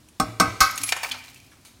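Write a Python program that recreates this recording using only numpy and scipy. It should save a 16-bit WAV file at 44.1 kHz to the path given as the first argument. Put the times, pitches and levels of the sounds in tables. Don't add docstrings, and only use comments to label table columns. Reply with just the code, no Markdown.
import sys
import numpy as np
from scipy import signal
from scipy.fft import rfft, irfft
from scipy.io import wavfile

SR = 44100
rng = np.random.default_rng(int(sys.argv[2]) if len(sys.argv) > 2 else 0)


def to_wav(s):
    ch = np.atleast_2d(s).T
    pcm = np.round(np.clip(ch, -1, 1) * 32767)
    wavfile.write(sys.argv[1], SR, pcm.astype(np.int16))


N = 79380
T = np.arange(SR) / SR

# t/s, crack/dB, contact/dB, funnel/dB, funnel tilt/(dB per octave), funnel rise/s,
# funnel t60 factor, bright modes/dB, cabinet/dB
BLOWS = [(0.1985, 0.5, -9, -3.5, -12.5, 0.0042, 0.47, -8.5, -4),
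         (0.3986, 2.5, 1.5, 2, 1, 0.0033, 0.87, -1.5, -1),
         (.605, -5.5, -7, 7, 4.5, 0.0099, 0.8, -3.5, -22.5)]
# f/Hz, level/dB, t60/s
CRACK_BANDS = [(117, -11, .05), (260, 4, 0.032), (556, -14, 0.11), (1180, 2.5, 0.013), (1700, -8, 0.017),
               (4160, -2.5, 0.012), (8500, -10, 0.015), (11500, -15.5, 0.022), (16150, -23.5, .02)]
# f/Hz, level/dB, t60/s
CONTACT_BANDS = [(63.6, -23, 0.302), (240, -3.5, 0.15), (400, -24.5, 0.51), (680, -3, 0.17),
                 (907, -18.5, 0.11), (1280, -1, .13), (1750, -26.5, 0.178), (2113, -10, 0.2),
                 (2900, -24, 0.14), (4200, -8, 0.064), (8940, -18.5, 0.13), (10500, -20, 0.087),
                 (16000, -28, .09)]
# f/Hz, level/dB, t60/s
BRIGHT_MODES = [(3386, -35, .18), (4196, -27, .15), (4615, -33, .22), (4870, -32, .15), (5410, -18, .13),
                (5461, -27, .16), (5926, -34, .16), (6173, -26, .11), (6900, -28, .13), (7597, -35, .14),
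                (8290, -19, .1), (8594, -22, .07)]
# f/Hz, level/dB, t60/s
FUNNEL_MODES = [(775, -25, .3), (1100, -16.5, .22), (1167, -17, .15), (1206, -23, .18), (1254, -16, .3),
                (1286, -22, .3), (1525, -23, .27), (1558, -21, .29), (2160, -31, .24), (2196, -33, .26),
                (2232, -34, .38), (2589, -33, .3)]
# f/Hz, level/dB, t60/s
FRACTURE_BANDS = [(300, -22.5, .15), (820, -46, 0.17), (1250, -7.5, 0.53), (1833, -14, 0.241),
                  (2040, -0.5, 0.19), (2780, -16, 0.16), (4200, -2.5, 0.21), (6300, -2, 0.15),
                  (8400, -19, 0.26), (11700, -8.5, 0.15), (16550, -30, 0.18)]
# f/Hz, level/dB, t60/s
NECK_MODES = [(2200, -30.5, 0.59), (4530, -22.5, 0.22), (6100, -32, 0.194), (10915, -30.5, 0.25)]
# f/Hz, level/dB, t60/s
CABINET_MODES = [(99.6, -38, 0.91), (114.5, -34.5, 1), (176, -29.5, 0.403), (216, -24.5, 0.086),
                 (250, -17.5, .16), (293.8, -23, 0.35), (475.3, -35.5, 0.45), (628, -27.5, 0.4)]
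# t/s, f/Hz, level/dB, rise/s, t60/s
THUMPS = [(0.224, 55.4, -28, 0.0067, 0.13), (0.279, 111.7, -36, 0.01, 0.64),
          (0.424, 65, -33.5, 0.004, 0.16), (0.476, 88, -24, 0.0045, 0.088), (.5, 109.3, -37, 0.008, 0.43),
          (.609, 58.8, -16.5, 0.011, .1), (0.798, 108, -40, 0.035, 0.52), (0.801, 278.7, -39, 0.0058, 0.24),
          (1.1, 251.2, -46, 0.009, 0.42), (1.101, 97.2, -46.5, 0.028, 0.63)]
# t/s, board knock/dB, middle/dB, treble/dB, t60/s, ring f/Hz, ring level/dB, ring t60/s
PIECES = [(0.086, -57, -47, -36, 0.03, 9400, -55, 0.12), (0.71, -50, -44, -22, 0.03, 12500, -30, 0.033),
          (0.7567, -51, -57, -24, 0.069, 9520, -34, 0.077), (0.777, -25, -19, -14, 0.043, 6500, -18, 0.02),
          (.8342, -23, -16, -9, .035, 10912, -24, .27), (.8895, -30, -17, -15, .05, 2356, -24, .09),
          (.9218, -1, -4, -14, .036, 1810, -21, .07), (.964, -18, -30, -24.5, 0.097, 1830, -33, 0.093),
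          (1.031, -15.5, -19.5, -23.5, 0.12, 15400, -38, 0.15),
          (1.046, -24.5, -46, -52, 0.15, 2300, -17, 0.027),
          (1.1124, -39, -20, -32.5, 0.1, 3430, -21.5, 0.05),
          (1.117, -23.5, -21.5, -21, 0.033, 3087, -18.5, 0.027),
          (1.141, -24.5, -27.5, -53, 0.11, 1407, -30, 0.033),
          (1.2388, -66, -33, -48, 0.032, 3940, -47, .04), (1.28, -41, -33, -54, 0.049, 2390, -63, 0.048),
          (1.359, -62, -40, -45, 0.053, 2630, -45.5, 0.06),
          (1.5165, -43.5, -48.5, -52, 0.22, 1682, -56, .12),
          (1.649, -48, -44.5, -39, 0.29, 4470, -56, 0.38)]
# f/Hz, level/dB
BOARD_COLOUR = [(120, -40.5), (260, -30), (450, -8), (1100, 3.5), (1900, -3.5), (3000, -39), (6000, -52)]
MIDDLE_COLOUR = [(1200, -42.5), (2300, 4.5), (3000, -0.5), (4400, -0.5), (6500, -10.5), (10000, -32.5)]
TREBLE_COLOUR = [(3500, -22), (6200, -5), (9000, -5.5), (12000, -9.5), (16000, -18.5)]
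# t/s, level/dB
TRICKLE_LEVEL = [(.62, -40), (.72, -75), (.81, -36.5), (.9, -35.5), (.97, -53), (1.08, -43.5), (1.2, -56),
                 (1.35, -55.5), (1.55, -67), (1.8, -78.5)]
# f/Hz, energy against the sound fed in/dB, t60/s
ROOM_BANDS = [(100, -20.5, 1), (393.6, -8, 1), (1330, -6, 0.65), (2400, -6.5, 0.98), (4250, -11, .9),
              (7770, -13, 1), (16000, -13, 0.61)]
# f/Hz, relative level/dB
ROOM_TONE_COLOUR = [(25, -25), (60, 1.5), (110, 1), (190, -6.5), (280, -3), (450, -15), (900, -16.5),
                    (2000, -20.5), (4500, -20), (9500, -23.5), (16000, -32)]

CONTACT_RISE_S, BREAK_S = 0.0024, 0.605


def hammer():
    out = np.zeros(N)
    for s, crack_db, contact_db, *_ in BLOWS:
        crack = amp(crack_db) * die_away(rng.standard_normal(SR), CRACK_BANDS)
        contact = amp(contact_db) * die_away(rng.standard_normal(SR), CONTACT_BANDS)
        add(out, s, rise(CONTACT_RISE_S) * (crack + contact))
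    return out


def tube_ring(funnel_delay_s=0.001003):
    out = np.zeros(N)
    for s, _, _, funnel_db, tilt_db, rise_s, t60_factor, bright_db, _ in BLOWS:
        add(out, s, amp(bright_db) * rise(CONTACT_RISE_S) * ring(BRIGHT_MODES))
        modes = [(hz, db, t60 * t60_factor) for hz, db, t60 in FUNNEL_MODES]
        add(out, s + funnel_delay_s, amp(funnel_db) * rise(rise_s) * ring(modes, tilt_db))
    return out


def neck_snap(cracks_db=-4):
    cracks, ringing = np.zeros((2, N))
    run = unit_rms(clicks(per_s=7200, spread_db=2, size=SR))
    add(cracks, BREAK_S, amp(cracks_db) * die_away(run, FRACTURE_BANDS))
    add(ringing, BREAK_S, rise(CONTACT_RISE_S) * ring(NECK_MODES))
    return cracks, ringing


def cabinet(delay_s=0.002915, boom_rise_s=0.0045):
    thumps, boom = np.zeros((2, N))
    for s, hz, db, rise_s, t60 in THUMPS:
        add(thumps, s, rise(rise_s) * ring([(hz, db, t60)]))
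    for s, *_, cabinet_db in BLOWS:
        add(boom, s + delay_s, amp(cabinet_db) * rise(boom_rise_s) * ring(CABINET_MODES))
    return thumps, boom


def falling_pieces(rise_s=0.0015):
    landings, ringing = np.zeros((2, N))
    for s, board_db, middle_db, treble_db, t60, ring_hz, ring_db, ring_t60 in PIECES:
        grains = clicks(per_s=5300, spread_db=1, size=SR)
        chatter = unit_rms(colour(grains, shard_colour()))
        ranges = [(board_db, BOARD_COLOUR), (middle_db, MIDDLE_COLOUR), (treble_db, TREBLE_COLOUR)]
        contact = sum(amp(db) * colour(chatter, curve) for db, curve in ranges)
        add(landings, s, rise(rise_s) * contact * amp(-60 * T / t60))
        add(ringing, s, rise(rise_s) * ring([(ring_hz, ring_db, ring_t60)]))
    return landings, ringing


def shard_colour(spacing_hz=380, ripple_db=7, lowest_hz=2000):
    hz = np.arange(spacing_hz, SR / 2, spacing_hz)
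    db = ripple_db * rng.uniform(-1, 1, len(hz)) * (hz > lowest_hz)
    return np.column_stack([hz, db])


def splinters(per_s=450, t60=0.017, band_hz=(1980, 10700), kinds=24, tick_samples=2000):
    ticks = np.zeros(N)
    fade = amp(-60 * T[:tick_samples] / t60)
    for _ in range(kinds):
        tick = rng.standard_normal(tick_samples) * fade
        ticks += signal.oaconvolve(clicks(per_s / kinds, spread_db=3.5, size=N), tick)[:N]
    rustle = signal.lfilter(*signal.butter(1, band_hz, "band", fs=SR), ticks)
    now = np.arange(N) / SR
    level_db = np.interp(now, *np.transpose(TRICKLE_LEVEL))
    return unit_rms(rustle) * amp(level_db) * (now > BREAK_S)


def room(x, delay_s=0.0028):
    bands = [(hz, db + 10 * np.log10(2 * np.log(1000) / (t60 * SR)), t60) for hz, db, t60 in ROOM_BANDS]
    tail = die_away(rng.standard_normal(SR), bands) * (T > delay_s)
    return signal.fftconvolve(x, tail)[:N]


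def room_tone(level_db=-55.5):
    return amp(level_db) * unit_rms(colour(rng.standard_normal(N), ROOM_TONE_COLOUR))


def amp(db):
    return 10 ** (np.asarray(db) / 20)


def unit_rms(x):
    return x / np.sqrt(np.mean(x ** 2) + 1e-20)


def add(mix, s, sound):
    part = mix[max(round(s * SR), 0):][:len(sound)]
    part += sound[:len(part)]


def spread(hz, values, size):
    return np.interp(np.log(np.fft.rfftfreq(size, 1 / SR) + 1), np.log(hz), values)


def colour(x, curve):
    return irfft(rfft(x) * amp(spread(*np.transpose(curve), size=len(x))), len(x))


def die_away(x, bands):
    hz, levels_db, t60s = np.transpose(bands)
    spectrum = rfft(x)
    parts = [irfft(spectrum * spread(hz, pick, size=SR), SR) for pick in np.eye(len(hz))]
    return sum(part * amp(db - 60 * T / t60) for part, db, t60 in zip(parts, levels_db, t60s))


def rise(seconds):
    return np.minimum(T / seconds, 1)


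def ring(modes, tilt_db=0):
    centre_hz = np.median([row[0] for row in modes])
    out = np.zeros(SR)
    for hz, db, t60 in modes:
        envelope = amp(db + tilt_db * np.log2(hz / centre_hz) - 60 * T / t60)
        out += envelope * np.sin(2 * np.pi * (hz * T + rng.random()))
    return out


def clicks(per_s, spread_db, size):
    strength = amp(spread_db * np.minimum(rng.exponential(1, size), 4))
    return strength * rng.choice([-1, 1], size) * (rng.random(size) < per_s / SR)


def scene(ring_send_db=-9.5):
    cracks, neck_ring = neck_snap()
    thumps, boom = cabinet()
    landings, piece_ring = falling_pieces()
    hits = hammer() + cracks + thumps + landings + splinters()
    ringing = tube_ring() + neck_ring + boom + piece_ring
    tail = room(hits + amp(ring_send_db) * ringing)
    return (hits + ringing + tail + room_tone())[None]


def record(dry):
    edge_hz = 16300
    lowpass = signal.firwin(301, edge_hz, window=("kaiser", 9), fs=SR)
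    return signal.oaconvolve(np.tanh(dry), lowpass[None], "same")


dry = scene()
out = record(dry)
to_wav(out)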